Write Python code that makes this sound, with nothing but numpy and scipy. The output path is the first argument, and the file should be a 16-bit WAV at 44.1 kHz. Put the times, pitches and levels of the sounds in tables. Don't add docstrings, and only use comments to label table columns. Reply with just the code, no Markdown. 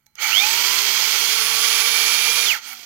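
import sys
import numpy as np
from scipy import signal
from scipy.fft import rfft, irfft, next_fast_len
from scipy.io import wavfile
from scipy.ndimage import map_coordinates

SR = 44100
rng = np.random.default_rng(int(sys.argv[2]) if len(sys.argv) > 2 else 0)


def generate_wav(sig):
    pcm = np.round(np.clip(np.atleast_2d(sig).T, -1, 1) * 32767).astype(np.int16)
    wavfile.write(sys.argv[1], SR, pcm)


N = 125685
TIME_S = np.arange(N) / SR

# (time [s], shaft speed [rev/s])
STROKE_RPS = [(.16, 5), (.25, 110), (.3, 178), (.332, 229), (.37, 272), (.4, 299), (.44, 327), (.5, 353),
              (.6, 379.5), (.75, 398.5), (1, 422), (1.22, 437.5), (1.5, 444), (1.8, 456), (2.05, 458.5),
              (2.34, 467.5), (2.458, 467)]
# (time [s], shaft speed [rev/s])
RUN_OUT_RPS = [(2.476, 433), (2.51, 338), (2.55, 204), (2.57, 135), (2.598, 10), (2.615, 120), (2.635, 186),
               (2.66, 236), (2.69, 283), (2.725, 308), (2.85, 268)]
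# (time [s], share of starting current [1])
CURRENT_SHARE = [(.17, 0.85), (.38, 0.99), (.47, 0.1), (1, 0.073), (2.45, 0.14), (2.6, 0.13), (2.63, 0.93),
                 (2.735, 0.83), (2.745, 0.12)]

# (time [s], level [dB])
GRIND_DB = [(.15, -78), (.162, -53), (.178, -52), (.19, -37.5), (.22, -21), (.26, -21), (.44, -16),
            (.48, -16), (1.3, -16), (2.46, -16), (2.52, -19.5), (2.565, -27.5), (2.588, -28.5), (2.6, -44),
            (2.64, -32), (2.69, -31), (2.735, -35.5), (2.745, -36.5), (2.85, -37.5)]
# (time [s], level [dB])
KNOCKS_DB = [(0.304, -14), (.433, -16), (0.4373, -16), (0.789, -13), (2.564, -27.5), (2.75, -32),
             (2.796, -30), (2.81, -32), (2.832, -32)]
# (time [s], level [dB])
MESH_1_DB = [(.28, -78), (.37, -39.5), (.44, -25), (.48, -30.5), (.52, -35), (.7, -35.5), (1.1, -43.5),
             (1.65, -38.5), (2.45, -46), (2.66, -72), (2.71, -47), (2.85, -63)]
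MESH_2_DB = [(.3, -60), (.6, -37), (1.55, -40), (1.8, -26), (2.05, -22.5), (2.42, -25.5), (2.5, -42),
             (2.6, -73), (2.66, -72), (2.69, -43), (2.73, -67), (2.85, -61)]
MESH_3_DB = [(.35, -47), (.375, -20), (.395, -24), (0.408, -17.5), (.44, -15), (.48, -37), (.55, -34),
             (2.45, -44), (2.6, -74)]
# (frequency [Hz], relative gain [dB])
HOUSING_DB = [(30, -48), (150, -31.5), (300, -26), (450, -17), (620, -20.5), (850, -13.5), (1200, -10.5),
              (1700, -8.5), (2300, -1.5), (3800, -3.5), (5500, -2.5), (6700, -4.5), (8000, -13),
              (9300, -27), (12000, -12.5), (16000, -18)]
# (centre [Hz], width [Hz], lift [dB])
HOUSING_MODES = [(870, 17, 1), (2342, 83, 2.34), (3248, 184, 6.9), (4330, 150, 6.8), (4874, 185, 4.7),
                 (6140, 370, 2.9)]
# (time [s], level [dB])
START_SQUEAL_DB = [(.3, -63), (.312, -30), (.322, -16), (.332, -9.5), (.352, -8), (.372, -12.5), (.4, -19),
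                   (.425, -34), (.6, -31), (2.45, -36), (2.6, -70)]
BRAKE_SQUEAL_DB = [(.3, -70), (.6, -36), (2.44, -31), (2.472, -19), (2.5, -17.5), (2.52, -16.5),
                   (2.535, -23), (2.553, -26), (2.563, -53), (2.6, -78)]
# (time [s], level [dB])
RATTLE_DB = [(.155, -72), (.163, -51), (.178, -43), (.19, -30), (.25, -17.5), (.31, -22), (.4, -27.5),
             (.8, -25.5), (2.45, -26.5), (2.565, -25.5), (2.59, -34), (2.602, -42), (2.64, -38.5),
             (2.735, -33.5), (2.75, -45.5), (2.85, -46)]
# (centre [Hz], width [Hz], relative level [dB])
RATTLE_MODES = [(859, 123, -8.5), (1386, 345, -1.5), (1943, 280, -3), (2242, 190, 3.5), (3024, 350, -2),
                (4364, 200, -3.5), (6400, 370, -3.5)]
# (time [s], level [dB])
BRUSH_DB = [(.15, -72), (.18, -80), (.2, -41), (.23, -26), (.5, -25), (2.45, -28), (2.53, -27.5),
            (2.575, -38), (2.6, -56), (2.64, -46), (2.69, -36), (2.735, -38), (2.75, -44), (2.85, -45)]
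# (frequency [Hz], relative density [dB])
BRUSH_SPECTRUM_DB = [(300, -38), (2500, -18), (6500, -2.5), (9200, -1.5), (10500, -1.5), (12500, -2.5),
                     (14000, 10), (15200, 2), (16000, -9.5)]
# (time [s], level [dB])
FAN_DB = [(.42, -63), (.49, -28.5), (.6, -38), (.75, -33.5), (1, -45), (1.1, -36), (1.45, -27),
          (1.75, -26.5), (2.3, -26.5), (2.46, -27.5), (2.49, -52), (2.6, -80)]
# (order [1], level [dB])
SHAFT_ORDERS_DB = [(1, -45.5), (2, -52), (6, -47.5), (7, -40), (14, -41), (17, -37.5), (19, -48), (20, -69),
                   (23, -51), (24, -41), (31, -40), (33, -50)]
# (time [s], snap level [dB], ring level [dB])
CLICKS_DB = [(0.0613, -48, -74), (0.0656, -39.5, -53.5), (.153, -48, -78), (0.1549, -30.5, -66),
             (2.601, -34, -74)]
# (frequency [Hz], relative level [dB], t60 [s])
SWITCH_MODES = [(848, -9, .2), (2250, 1, .05), (4102, -6, 0.27), (6358, -6, .08)]
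# (frequency [Hz], relative density [dB])
SNAP_SPECTRUM_DB = [(200, -17), (900, -2), (2300, -1), (4500, -3), (6300, 12), (9200, -16), (13500, 9),
                    (16000, -23)]
# (frequency [Hz], relative density [dB])
RUMBLE_SPECTRUM_DB = [(20, -16), (60, -3.5), (100, -1), (200, -2.5), (400, 2), (700, -4), (2000, -38)]
# (frequency [Hz], relative density [dB])
ROOM_SPECTRUM_DB = [(20, -6), (60, 2), (120, 2), (250, -1), (450, -19), (1500, -16), (6000, -34),
                    (16000, -27)]
# (frequency [Hz], gain [dB])
LEFT_SHADE_DB = [(50, 0.1), (200, -1), (450, -4), (800, -8), (1250, -4), (1800, -14), (2300, -18),
                 (3200, -23), (4400, -19), (5200, -24), (6500, -27), (7500, -21), (9000, -6), (10000, -11),
                 (12000, -15), (14000, -21), (16000, -22)]
# (frequency [Hz], coherence [0-1])
COHERENCE = [(40, .75), (300, .9), (600, .85), (1200, .66), (5000, .6), (10000, .68), (14000, .45)]

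FULL_RPS, MESH_PER_REV = 460, 2.546
RIPPLE_HZ, RIPPLE_PEAK_S = 100, .332


def gear_grind(turns, impact_db=-6, scatter_db=1.0, flutter_db=0.87):
    contacts = np.diff(np.floor(turns * MESH_PER_REV + .15 * wobble(700)), prepend=0) > 0
    impacts = contacts * rng.uniform(-0.92, 1, N) * amp(scatter_db * np.tanh(wobble(300)))
    friction = housing(rng.standard_normal(N))
    grind = unit(friction + amp(impact_db) * housing(impacts))
    knock_envelope = sum(amp(db) * decay(at_s, t60_s=0.018) for at_s, db in KNOCKS_DB)
    knocks = housing(rng.standard_normal(N)) * knock_envelope
    level_db = curve(GRIND_DB) + flutter_db * wobble(45) + 0.32 * wobble(9.87)
    return grind * amp(level_db) * mains_ripple(depth=0.12) + knocks


def gear_whine(turns):
    return sum(tone(k * MESH_PER_REV * turns, curve(levels), rough_rad=0.12, waver_db=0.6)
               for k, levels in enumerate([MESH_1_DB, MESH_2_DB, MESH_3_DB], 1))


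def armature_squeals(turns):
    start = tone(12 * turns, curve(START_SQUEAL_DB), rough_rad=.15) * mains_ripple(depth=1.0)
    brake = tone(8 * turns, curve(BRAKE_SQUEAL_DB), rough_rad=.25)
    brake_octave = tone(16 * turns, level_db=-25.5, rough_rad=.8) * swell(2.542, 2.575)
    kick = tone(36 * turns, level_db=-42, rough_rad=4) * swell(2.6, 2.75)
    return start + brake + brake_octave + kick


def rattle(flutter_db=3):
    modes = np.zeros(N)
    for centre_hz, width_hz, db in RATTLE_MODES:
        bandpass = lambda hz: 1j * hz * width_hz / (centre_hz ** 2 - hz ** 2 + 1j * hz * width_hz)
        band = unit(filtered(rng.standard_normal(N), lambda hz: bandpass(hz) ** 2))
        modes += band * amp(db + flutter_db * np.tanh(wobble(90)))
    return unit(modes) * amp(curve(RATTLE_DB))


def fan_whine(turns):
    return radiated(tone(22 * turns, curve(FAN_DB), rough_rad=.15, waver_db=0.5))


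def shaft_harmonics(turns, speed_rps, drive_db, speed_exponent=3.3):
    gain_db = drive_db + speed_exponent * 20 * np.log10(speed_rps / FULL_RPS)
    return sum(tone(order * turns, db + gain_db, rough_rad=0.29) for order, db in SHAFT_ORDERS_DB)


def brush_hiss():
    hiss = noise(BRUSH_SPECTRUM_DB)
    level_db = curve(BRUSH_DB) + 2.0 * wobble(900) + 0.56 * wobble(40.1)
    return hiss * amp(level_db) * mains_ripple(depth=0.32)


def switch_clicks():
    snap_envelope = sum(amp(db) * (decay(at_s, t60_s=0.0098) + amp(-29) * decay(at_s, t60_s=.12))
                        for at_s, db, _ in CLICKS_DB)
    ring = sum(amp(ring_db + mode_db) * decay(at_s, t60_s) * np.sin(2 * np.pi * hz * (TIME_S - at_s))
               for at_s, _, ring_db in CLICKS_DB for hz, mode_db, t60_s in SWITCH_MODES)
    return snap_envelope * noise(SNAP_SPECTRUM_DB) + ring


def body_rumble(drive_db, full_drive_db=-53):
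    return noise(RUMBLE_SPECTRUM_DB) * amp(full_drive_db + drive_db)


def run_out_hum(sag_hz_per_s=150):
    pitch_hz = 262 - sag_hz_per_s * (TIME_S - 2.6)
    return tone(np.cumsum(pitch_hz) / SR, level_db=-63, rough_rad=.2, waver_db=0.5) * swell(2.57, 2.85)


def reflections(x, t60_s):
    tail = rng.standard_normal(N) * decay(0.0024, t60_s)
    return signal.fftconvolve(x, tail / np.linalg.norm(tail))[:N]


def room_noise(common_db=-74.5):
    common, left, right = (noise(ROOM_SPECTRUM_DB) for _ in range(3))
    return amp(common_db) * (common + .5 * np.array([left, right]))


def housing(x):
    lift_db = lambda hz: sum(db / (1 + ((hz - centre_hz) / width_hz) ** 2) ** 2
                             for centre_hz, width_hz, db in HOUSING_MODES)
    return unit(filtered(x, lambda hz: amp(log_interp(HOUSING_DB, hz) + lift_db(hz))))


def radiated(x, corner_hz=520):
    return filtered(x, lambda hz: hz ** 4 / (hz ** 4 + corner_hz ** 4))


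def mains_ripple(depth):
    swing = np.cos(2 * np.pi * RIPPLE_HZ * (TIME_S - RIPPLE_PEAK_S))
    share = np.clip(depth * curve(CURRENT_SHARE), 0, 1)
    return (1 + share * swing) / (1 + share / 2)


def tone(cycles, level_db, rough_rad, waver_db=2):
    peak = np.sqrt(2) * amp(level_db + waver_db * wobble(34.83))
    return peak * np.sin(2 * np.pi * cycles + rough_rad * wobble(160))


def noise(spectrum_db):
    return unit(filtered(rng.standard_normal(N), lambda hz: amp(log_interp(spectrum_db, hz))))


def filtered(x, response):
    size = next_fast_len(N + SR // 2)
    return irfft(rfft(x, size) * response(np.fft.rfftfreq(size, 1 / SR)), size)[..., :N]


def wobble(rate_hz):
    knots = rng.standard_normal(int(N * rate_hz / SR) + 4)
    return map_coordinates(knots, [np.arange(N) * rate_hz / SR])


def decay(start_s, t60_s):
    age_s = TIME_S - start_s
    return (age_s >= 0) * amp(-60 * np.maximum(age_s, 0) / t60_s)


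def swell(start_s, end_s):
    return np.sin(np.pi * np.clip((TIME_S - start_s) / (end_s - start_s), 0, 1))


def curve(rows):
    return np.interp(TIME_S, *np.transpose(rows))


def log_interp(rows, hz):
    knots_hz, values = np.transpose(rows)
    return np.interp(np.log(hz + 1), np.log(knots_hz + 1), values)


def amp(db):
    return 10 ** (np.asarray(db) / 20)


def unit(x):
    return x / np.sqrt(np.mean(x ** 2) + 1e-20)


def scene(left_lag_s=.00009):
    speed_rps = curve(list(STROKE_RPS) + list(RUN_OUT_RPS))
    turns = np.cumsum(speed_rps * (1 + .0005 * wobble(20))) / SR
    drive_db = curve(GRIND_DB) - curve(GRIND_DB).max()
    tool = gear_grind(turns) + rattle() + radiated(gear_whine(turns) + armature_squeals(turns))
    tool += fan_whine(turns) + shaft_harmonics(turns, speed_rps, drive_db) + brush_hiss()
    tool += body_rumble(drive_db) + run_out_hum() + switch_clicks()
    shade = lambda hz: amp(log_interp(LEFT_SHADE_DB, hz))
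    coherence = lambda hz: log_interp(COHERENCE, hz)
    left = filtered(tool, lambda hz: shade(hz) * coherence(hz) * np.exp(-2j * np.pi * hz * left_lag_s))
    diffuse = reflections(tool, t60_s=0.21)
    left += filtered(diffuse, lambda hz: shade(hz) * np.sqrt(1 - coherence(hz) ** 2))
    right = tool + amp(-18) * reflections(tool, t60_s=0.22)
    return np.array([left, right]) + room_noise()


def record(dry, top_hz=15850):
    rounded = dry / (1 + dry ** 8) ** (1 / 8)
    return filtered(rounded, lambda hz: hz < top_hz)


dry = scene()
out = record(dry)
generate_wav(out)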